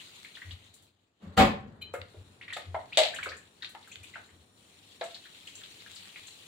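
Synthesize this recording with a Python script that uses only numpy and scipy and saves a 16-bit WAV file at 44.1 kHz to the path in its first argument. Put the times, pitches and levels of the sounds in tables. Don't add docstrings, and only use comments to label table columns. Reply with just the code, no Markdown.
import sys
import numpy as np
from scipy import signal
from scipy.io import wavfile
from scipy.ndimage import uniform_filter1d

SR = 44100
rng = np.random.default_rng(int(sys.argv[2]) if len(sys.argv) > 2 else 0)


def to_wav(s):
    ch = np.atleast_2d(s).T
    pcm = np.round(np.clip(ch, -1, 1) * 32767)
    wavfile.write(sys.argv[1], SR, pcm.astype(np.int16))


N = 285319

# (time [s], fizz level [dB], low wash level [dB])
FLOW = [(0, -50.5, -64), (.65, -58.5, -66), (.86, -66.5, -68.5), (.92, -75, -75.5), (1.19, -80.5, -76.5),
        (1.23, -66.5, -56), (1.9, -73.5, -58.5), (2.1, -64.5, -62), (2.6, -67, -61.5), (3.2, -54, -58.5),
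        (3.5, -65.5, -65), (4.1, -55.5, -62), (4.52, -69.5, -66), (4.59, -61, -65), (5.2, -56.5, -64.5),
        (5.7, -51, -63), (6.47, -53, -64)]
# (frequency [Hz], width [Hz], relative level [dB])
BOARD = [(200, 21, -13.5), (217, 21, -4), (454, 31, -11.5), (570, 21, 2.5), (757, 54, -1.5),
         (878, 50, -5.5), (1096, 74, 0), (2300, 1660, -13)]
# (frequency [Hz], gain [dB])
MIC = [(30, -1), (80, -2), (4300, 1), (5300, -7.5), (6500, -8), (7500, -2.5), (8500, -10), (9400, -7.5),
       (10500, -13), (15500, -9)]
SPATTER_S = 0.018


def gain_of(db):
    return 10 ** (np.asarray(db) / 20)


def evened(x):
    return x / np.sqrt(np.mean(x ** 2) + 1e-20)


def read(points, hz):
    f, value = np.transpose(points)
    return np.interp(np.log(hz + 1), np.log(f + 1), value)


def follow(rows, column=1):
    return np.interp(np.arange(N) / SR, np.transpose(rows)[0], np.transpose(rows)[column])


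def add(mix, s, sound, pan_db=0.):
    start = round(s * SR)
    for side, at, db in ((0, start + 2, pan_db / 2), (1, start, -pan_db / 2)):
        wave = np.atleast_2d(sound)[-side]
        part = mix[side, at:][:len(wave)]
        part += gain_of(db) * wave[:len(part)]


def resonate(x, hz, width):
    r = np.exp(-np.pi * width / SR)
    return 2 * signal.lfilter([1 - r], [1, -r * np.exp(2j * np.pi * hz / SR)], x).real


def high(x, hz):
    return signal.sosfilt(signal.butter(4, hz, "high", fs=SR, output="sos"), x)


def diffuse(length, size, level_db):
    # (frequency [Hz], left-right likeness [-1 to 1])
    likeness = [(180, 0.95), (550, 0.49), (1650, -0.17), (4970, 0.03), (15000, 0.25)]
    frames, hz = 4 * length // size + 5, np.fft.rfftfreq(size, 1 / SR)[:, None]
    a, b, c, d = rng.standard_normal((frames, len(hz), 4)).T
    same, left = np.clip(read(likeness, hz), -1, 1), a + 1j * b
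    right = same * left + np.sqrt(1 - same ** 2) * (c + 1j * d)
    z = np.array([left, right])
    z = z * gain_of(level_db(hz, np.arange(frames) * size / 4 / SR))
    noise = signal.istft(z, nperseg=size, noverlap=size * 3 // 4)[1]
    return evened(noise[:, :length])


def bubble(hz, cycles, rise):
    turns = np.arange(round(SR * 80 / hz)) * hz / SR
    tone = np.sin(2 * np.pi * turns * (1 + rise * turns))
    return tone * np.exp(-turns / cycles) * np.minimum(turns / 3.2, 1)


def puff(hz, width, length, rise):
    t = np.arange(6000) / SR
    noise = resonate(resonate(rng.standard_normal((2, len(t))), hz, width), hz, width)
    return evened(noise) * np.exp(-t / length) * np.minimum(t / rise, 1)


def ring(modes):
    t = np.arange(round(.4 * SR)) / SR
    out = sum(gain_of(db - 60 * t / t60) * np.sin(2 * np.pi * hz * t) for hz, db, t60 in modes)
    return out / abs(out).max()


def swell(db, hz, length):
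    wobble, sag_per_s = 0.39, 0.37
    t = np.arange(round(length * SR)) / SR
    slow = evened(uniform_filter1d(rng.standard_normal(SR // 2), size=900))
    uneven = 1 + wobble * slow[:len(t)]
    tone = np.sin(2 * np.pi * hz * t * (1 - sag_per_s * t))
    return gain_of(db) * uneven * tone * signal.windows.tukey(len(t), .6)


def stream():
    # (frequency [Hz], relative density [dB per Hz])
    fizz_colour = [(410, -48), (700, -16), (1620, -9.5), (2630, -2.5), (4050, 1), (5400, -16.5),
                   (7290, -7.5), (10500, -21.5), (16000, -23)]
    wash_colour = [(38, -19), (173, 2), (422, -2), (637, -7.5), (810, -8.5), (1950, -14), (3300, -120)]

    def patchy(hz, t):
        luck = rng.standard_normal((len(t), len(hz))).T
        flicker = evened(uniform_filter1d(luck[0], size=5))
        patches = uniform_filter1d(uniform_filter1d(luck, size=8, axis=0), size=24, axis=1)
        return read(fizz_colour, hz) - read(MIC, hz) + 1.9 * flicker + 2.4 * evened(patches)

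    hiss = diffuse(N, size=512, level_db=patchy)
    tiny = np.zeros((2, N))
    for hz in np.geomspace(1800, 9000, num=16):
        sizes = gain_of(2.3 * np.minimum(rng.exponential(1, (2, N)), 5))
        drops = sizes * (rng.random((2, N)) < 40 / SR)
        notes = signal.oaconvolve(drops, bubble(hz, 8.9, 0.0061)[None])[:, :N]
        tiny += gain_of(read(fizz_colour, hz) - read(MIC, hz)) * notes
    wash = diffuse(N, size=2048, level_db=lambda hz, t: read(wash_colour, hz) + 0 * t)
    fizz = hiss + gain_of(-8.0) * evened(tiny)
    return gain_of(follow(FLOW)) * fizz + gain_of(follow(FLOW, column=2)) * wash


def valve():
    # (time [s], hiss level [dB])
    opening = [(0, -59), (.45, -56), (.92, -105), (1.9, -99), (2.1, -66.5), (4.53, -65.5), (4.59, -60),
               (5.7, -51.5)]
    # (frequency [Hz], width [Hz], relative strength [dB])
    whistles = [(5616.1, 67, 7), (7230, 140, 2.5), (9116.7, 280, 3), (13700, 100, -6.5)]
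    pinch_db_per_db, pinch_most_db = 0.5, 7

    def colour(hz, t):
        s, level_db = np.transpose(opening)
        drop_db = level_db.max() - np.interp(t, s, level_db)
        pinch_db = np.minimum(pinch_db_per_db * drop_db, pinch_most_db)
        humps = sum(gain_of(2 * (db + pinch_db)) * 30 / (1 + (2 * (hz - f) / w) ** 2)
                    for f, w, db in whistles)
        plateau = 1 + (6000 / (hz + 1)) ** 4
        return 10 * np.log10((1 + humps) / plateau) - 0.64 * read(MIC, hz)

    return gain_of(follow(opening)) * diffuse(N, size=1024, level_db=colour)


def cabinet():
    # (time [s], level [dB], length [s])
    booms = [(0.439, -39.5, 0.15), (1.249, -44.5, 0.11), (1.368, -28, 0.055), (1.784, -50, 0.11),
             (1.974, -45.5, 0.075), (2.16, -44.5, 0.073), (2.648, -40.5, 0.15), (3.186, -54, 0.23),
             (3.962, -51, 0.086), (4.299, -54.5, 0.14)]
    cabinet_hz, hum_over_wash_db = 93.6, -7
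    shudder_db, shudder_s = -13.5, 0.16
    out, clock = np.zeros((2, N)), np.arange(N) / SR
    level = gain_of(follow(FLOW, column=2) + hum_over_wash_db)
    for s, db, length in booms:
        add(out, s, swell(db, cabinet_hz, length))
        age = clock - s
        shudder = np.exp(-abs(age) / shudder_s) * np.clip(age / length, 0, 1)
        level = level + gain_of(db + shudder_db) * shudder
    rumble = resonate(resonate(rng.standard_normal(N), cabinet_hz, 36), cabinet_hz, 36)
    return out + level * evened(rumble)


def plop(mix, s, db, hz):
    spatter_db, spatter_width = -8, 0.68
    main = bubble(hz, 2.8, 0.0041)
    add(mix, s, gain_of(db) * main / abs(main).max(), 8.0 * (rng.random() - .5))
    for late, size, soft, side in rng.random((8, 4)):
        small = bubble(hz * (0.76 + 1.096 * size), 4.3, 0.0069)
        small_db = db - 2.5 - 9.0 * late - 5.2 * soft
        add(mix, s + 0.041 * late, gain_of(small_db) * small, 3.3 * (side - .5))
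    add(mix, s, gain_of(db + spatter_db) * puff(hz, spatter_width * hz, SPATTER_S, 0.0032))


def plops(mix):
    # (time [s], level [dB], pitch [Hz])
    clear = [(0.247, -39, 2120), (0.353, -37.5, 3260), (0.37, -42.5, 1790), (0.418, -37, 1850),
             (0.509, -36.5, 3230), (1.952, -38, 1394), (2.412, -39, 2060), (2.428, -40.5, 2530),
             (2.48, -35.5, 2026), (2.503, -34, 2190), (2.525, -32.5, 1820), (2.534, -30.5, 3430),
             (2.948, -36.5, 3500), (3.162, -32.5, 2800), (3.187, -30, 1544), (3.229, -27, 2190),
             (3.259, -29, 1404), (3.29, -32.5, 4540), (3.318, -33.5, 1680), (3.623, -32.5, 3800),
             (3.646, -32, 3520), (3.828, -48, 3470), (3.874, -48, 1520), (4.068, -46, 3393),
             (4.156, -35, 1486), (5.107, -42.5, 3700), (5.145, -33, 4100), (5.24, -44.5, 3030),
             (5.255, -45.5, 1690), (5.474, -37, 2870), (5.636, -37, 3280), (5.961, -36, 4840),
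             (6.159, -36, 2230)]
    per_s, over_fizz_db, spread_db = 3, 9, 7
    low_hz, octaves = 1506, 1.32
    for s, db, hz in clear:
        plop(mix, s, db, hz)
    fizz_db = follow(FLOW)
    for when, small, pitch in rng.random((round(per_s * N / SR), 3)):
        db = fizz_db[int(when * N)] + over_fizz_db - spread_db * small
        plop(mix, when * N / SR, db, low_hz * 2 ** (octaves * pitch))


def ticks(mix):
    per_s, over_fizz_db, spread_db, tick_s = 14, 7.5, 2, 0.0012
    fizz_db = follow(FLOW)
    for when in rng.random(round(per_s * N / SR)):
        extra_db = spread_db * min(rng.exponential(1), 3)
        db = fizz_db[int(when * N)] + over_fizz_db + extra_db
        add(mix, when * N / SR, gain_of(db) * puff(5600, 9000, tick_s, 0.00008))


def spits(mix):
    # (time [s], level [dB], reach above the lowest pitch, before its limits [octaves])
    sprays = [(0.7394, -45.5, 1.15), (0.822, -52.5, 1.5), (1.936, -41.5, 1.555), (2.528, -41, 0.79),
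              (2.566, -42.5, 1.1), (2.972, -20.5, 0.64), (3.144, -36, 0.77), (3.2314, -37.5, 1),
              (3.366, -45.5, 0.6622), (3.69, -46, 1.52), (3.874, -48, 1.4), (3.915, -44, 0.39),
              (4.031, -44, 0.98), (5.038, -41, 0.76), (5.47, -46.5, 0.6), (5.552, -40, 0.53),
              (5.949, -43.5, 0.67), (6.268, -42, 0.48)]
    low_hz, decay_s, rise_s = 5850, 0.025, 0.002
    for s, db, octaves in sprays:
        reach = 2 ** np.clip(octaves, .1, 1.3)
        spray = puff(low_hz * np.sqrt(reach), low_hz * (reach - 1), decay_s, rise_s)
        add(mix, s, gain_of(db) * high(spray, low_hz))


def dump():
    # (time [s], force [dB], rise [s], fading [dB per s], length [s])
    loads = [(1.192, -64.5, 0.027, -2, 0.51), (1.365, -17.5, 0.011, 234, 0.17)]
    bright_db, dulling_db_per_s = -3, 27.5
    drive, clock = np.zeros(N), np.arange(N) / SR
    for s, force_db, rise, fading_db, length in loads:
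        rattle = rng.standard_normal(N) * gain_of(4.706 * rng.exponential(1, N))
        hz, t, z = signal.stft(rattle, SR, nperseg=256)
        octaves = np.log2(np.maximum(hz, 150) / 300)[:, None]
        tilt_db = bright_db - dulling_db_per_s * np.clip(t - s, 0, length)
        tilted = signal.istft(z * gain_of(octaves * tilt_db), SR, nperseg=256)[1][:N]
        age = clock - s
        fade = gain_of(force_db - fading_db * np.clip(age, 0, length))
        drive += np.clip(age / rise, 0, 1) ** 2 * fade * (age < length) * tilted
    board = sum(gain_of(db) * resonate(drive, f, w) for f, w, db in BOARD)
    return 0.5 * drive + 2.28 * board


def board_hum():
    # (time [s], level [dB], length [s])
    hums = [(1.217, -42, 0.088), (1.375, -26.5, 0.068)]
    out = np.zeros((2, N))
    for s, db, length in hums:
        add(out, s, swell(db, BOARD[0][0], length))
    return out


def clink(mix):
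    # (time [s], level [dB])
    strikes = [(1.8136, -25)]
    # (frequency [Hz], relative level [dB], t60 [s])
    metal = [(2417.1, -4.5, 0.11), (2490.6, -6, 0.11), (3060, -1.5, 0.15), (3680, -16, 0.11),
             (4040, -4, 0.24), (7100, -5, 0.043), (8680, -2, 0.05), (11830, 3.5, 0.1)]
    for s, db in strikes:
        tone = high(ring(metal), 880)
        slow = uniform_filter1d(rng.standard_normal(len(tone)), size=150)
        uneven = 1 + 0.34 * evened(slow)
        build_up = np.clip(np.arange(len(tone)) / SR / 0.009466, .12, 1)
        add(mix, s, gain_of(db) * tone * uneven * build_up)


def knocks(mix):
    # (time [s], level [dB], thud [Hz], rumble decay [s],
    #  relative basin level [dB], relative crack level [dB])
    hits = [(1.939, -23, 550, 0.0064, -6.5, -43), (2.144, -39, 377, 0.01, -20, -22),
            (2.566, -31, 660, 0.012, 0, -1), (2.745, -22, 742, 0.017, -8.5, -38),
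            (2.973, -15.5, 627, 0.033, -26, 7.5), (3.264, -34, 427, 0.023, -28, -4),
            (3.749, -39, 823, 0.011, -2.5, -18), (4.161, -46, 713, 0.023, 7, -8),
            (5.012, -25.5, 638, .017, -2.5, -5)]
    # (frequency [Hz], relative level [dB])
    basin_modes = [(1335, 2), (1720, -2.5), (2070, -1.5)]
    basin_width_hz, basin_s = 220, 0.013
    for s, db, hz, length, basin_db, crack_db in hits:
        swing = ring([(hz, 0, .016)])[:6000]
        rumble = resonate(puff(hz, 380, length, 0.0049)[0], hz, 340)
        add(mix, s, gain_of(db) * high(swing + 0.67 * rumble, 358))

        basin = 0.25 * sum(gain_of(mode_db) * puff(f, basin_width_hz, basin_s, 0.00086)[0]
                           for f, mode_db in basin_modes)
        rough = 0.28 * puff(1470, 1800, 0.014, 0.0014)
        add(mix, s, gain_of(db + basin_db) * high(basin + rough, 560))

        crack = high(ring([(3700, -0.5, 0.01), (4300, 0.5, 0.003)]), 600)
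        add(mix, s, gain_of(db + crack_db + 3.5) * crack)

        lumps_db = 3.6 * evened(uniform_filter1d(rng.standard_normal(6000), size=200))
        splash = high(puff(2970, 3700, 0.058, 0.0018), 1600)
        add(mix, s, gain_of(db + crack_db - 14.5 + lumps_db) * splash)


def snaps(mix):
    # (time [s], level [dB])
    drops = [(2.016, -33), (3.646, -33), (3.75, -43.5), (3.957, -33), (5.348, -46), (5.472, -46)]
    for s, db in drops:
        add(mix, s, gain_of(db) * high(puff(2500, 2000, 0.0018, .0002), 1540))


def glugs(mix):
    # (time [s], level [dB], first pitch [Hz], last pitch [Hz])
    slides = [(2.918, -37.5, 1990, 2870), (3.13, -38.5, 1430, 1990), (3.619, -40.5, 2145, 1550),
              (3.91, -45, 2170, 2970), (4.029, -47, 2330, 2600), (4.133, -45.5, 1870, 2300)]
    glug_s, raggedness, spatter_db = .02, 0.42, -2.5
    for s, db, first_hz, last_hz in slides:
        hz = np.geomspace(first_hz, last_hz, round(glug_s * SR))
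        rough = evened(uniform_filter1d(rng.standard_normal(SR // 2), size=60))
        ragged = 1 + raggedness * rough[:len(hz)]
        note = np.sin(2 * np.pi * np.cumsum(hz) / SR) * np.hanning(len(hz))
        add(mix, s, gain_of(db) * ragged * note)
        spatter = puff(last_hz, last_hz / 2, SPATTER_S, .004)
        add(mix, s + glug_s / 2, gain_of(db + spatter_db) * spatter)


def kitchen(x):
    # (frequency [Hz], t60 [s])
    decay = [(100, 0.35), (700, 0.34), (2000, 0.37), (5000, 0.31), (13000, 0.23)]
    out, turn = np.zeros((2, N)), np.arange(N) / SR * 5.0
    for k in range(3):
        tail = diffuse(SR * 3 // 4, size=256, level_db=lambda hz, t: -60 * t / read(decay, hz))
        tail = tail * np.clip(np.arange(tail.shape[1]) / SR / 0.001, 0, 1)
        share = np.sqrt(2 / 3) * np.cos(np.pi * (turn + k / 3))
        echo = signal.fftconvolve((x * share)[None], tail / np.linalg.norm(tail[0]), axes=1)
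        out += echo[:, :N]
    return out


def scene():
    wet, hard = np.zeros((2, N)), np.zeros((2, N))
    for splash in (plops, ticks, spits, snaps, glugs):
        splash(wet)
    for blow in (clink, knocks):
        blow(hard)
    load = high(dump(), 60.95)
    send = gain_of(-3.5) * wet.mean(0) + gain_of(-3.0) * hard.mean(0) + gain_of(8.0) * load
    near = wet + hard + 0.93 * load
    return near + kitchen(send) + stream() + valve() + cabinet() + board_hum()


def record(dry):
    # (frequency [Hz], left over right [dB])
    lean = [(60, 3), (1500, 0.5), (4000, 4.5), (8000, 4), (15000, -1.5)]
    edge_hz = 15850
    hz = abs(np.fft.fftfreq(8192, 1 / SR))
    sides = np.array([[.5], [-.5]])
    log_gain = np.log(gain_of(read(MIC, hz) + sides * read(lean, hz)))
    colour = np.fft.ifft(np.exp(np.conj(signal.hilbert(log_gain)))).real[:, :2048]
    heard = signal.oaconvolve(dry, colour, axes=1)[:, :N]
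    band = signal.firwin(511, edge_hz, window=("kaiser", 9), fs=SR)
    return signal.oaconvolve(heard, band[None], "same")


dry = scene()
out = record(dry)
to_wav(out)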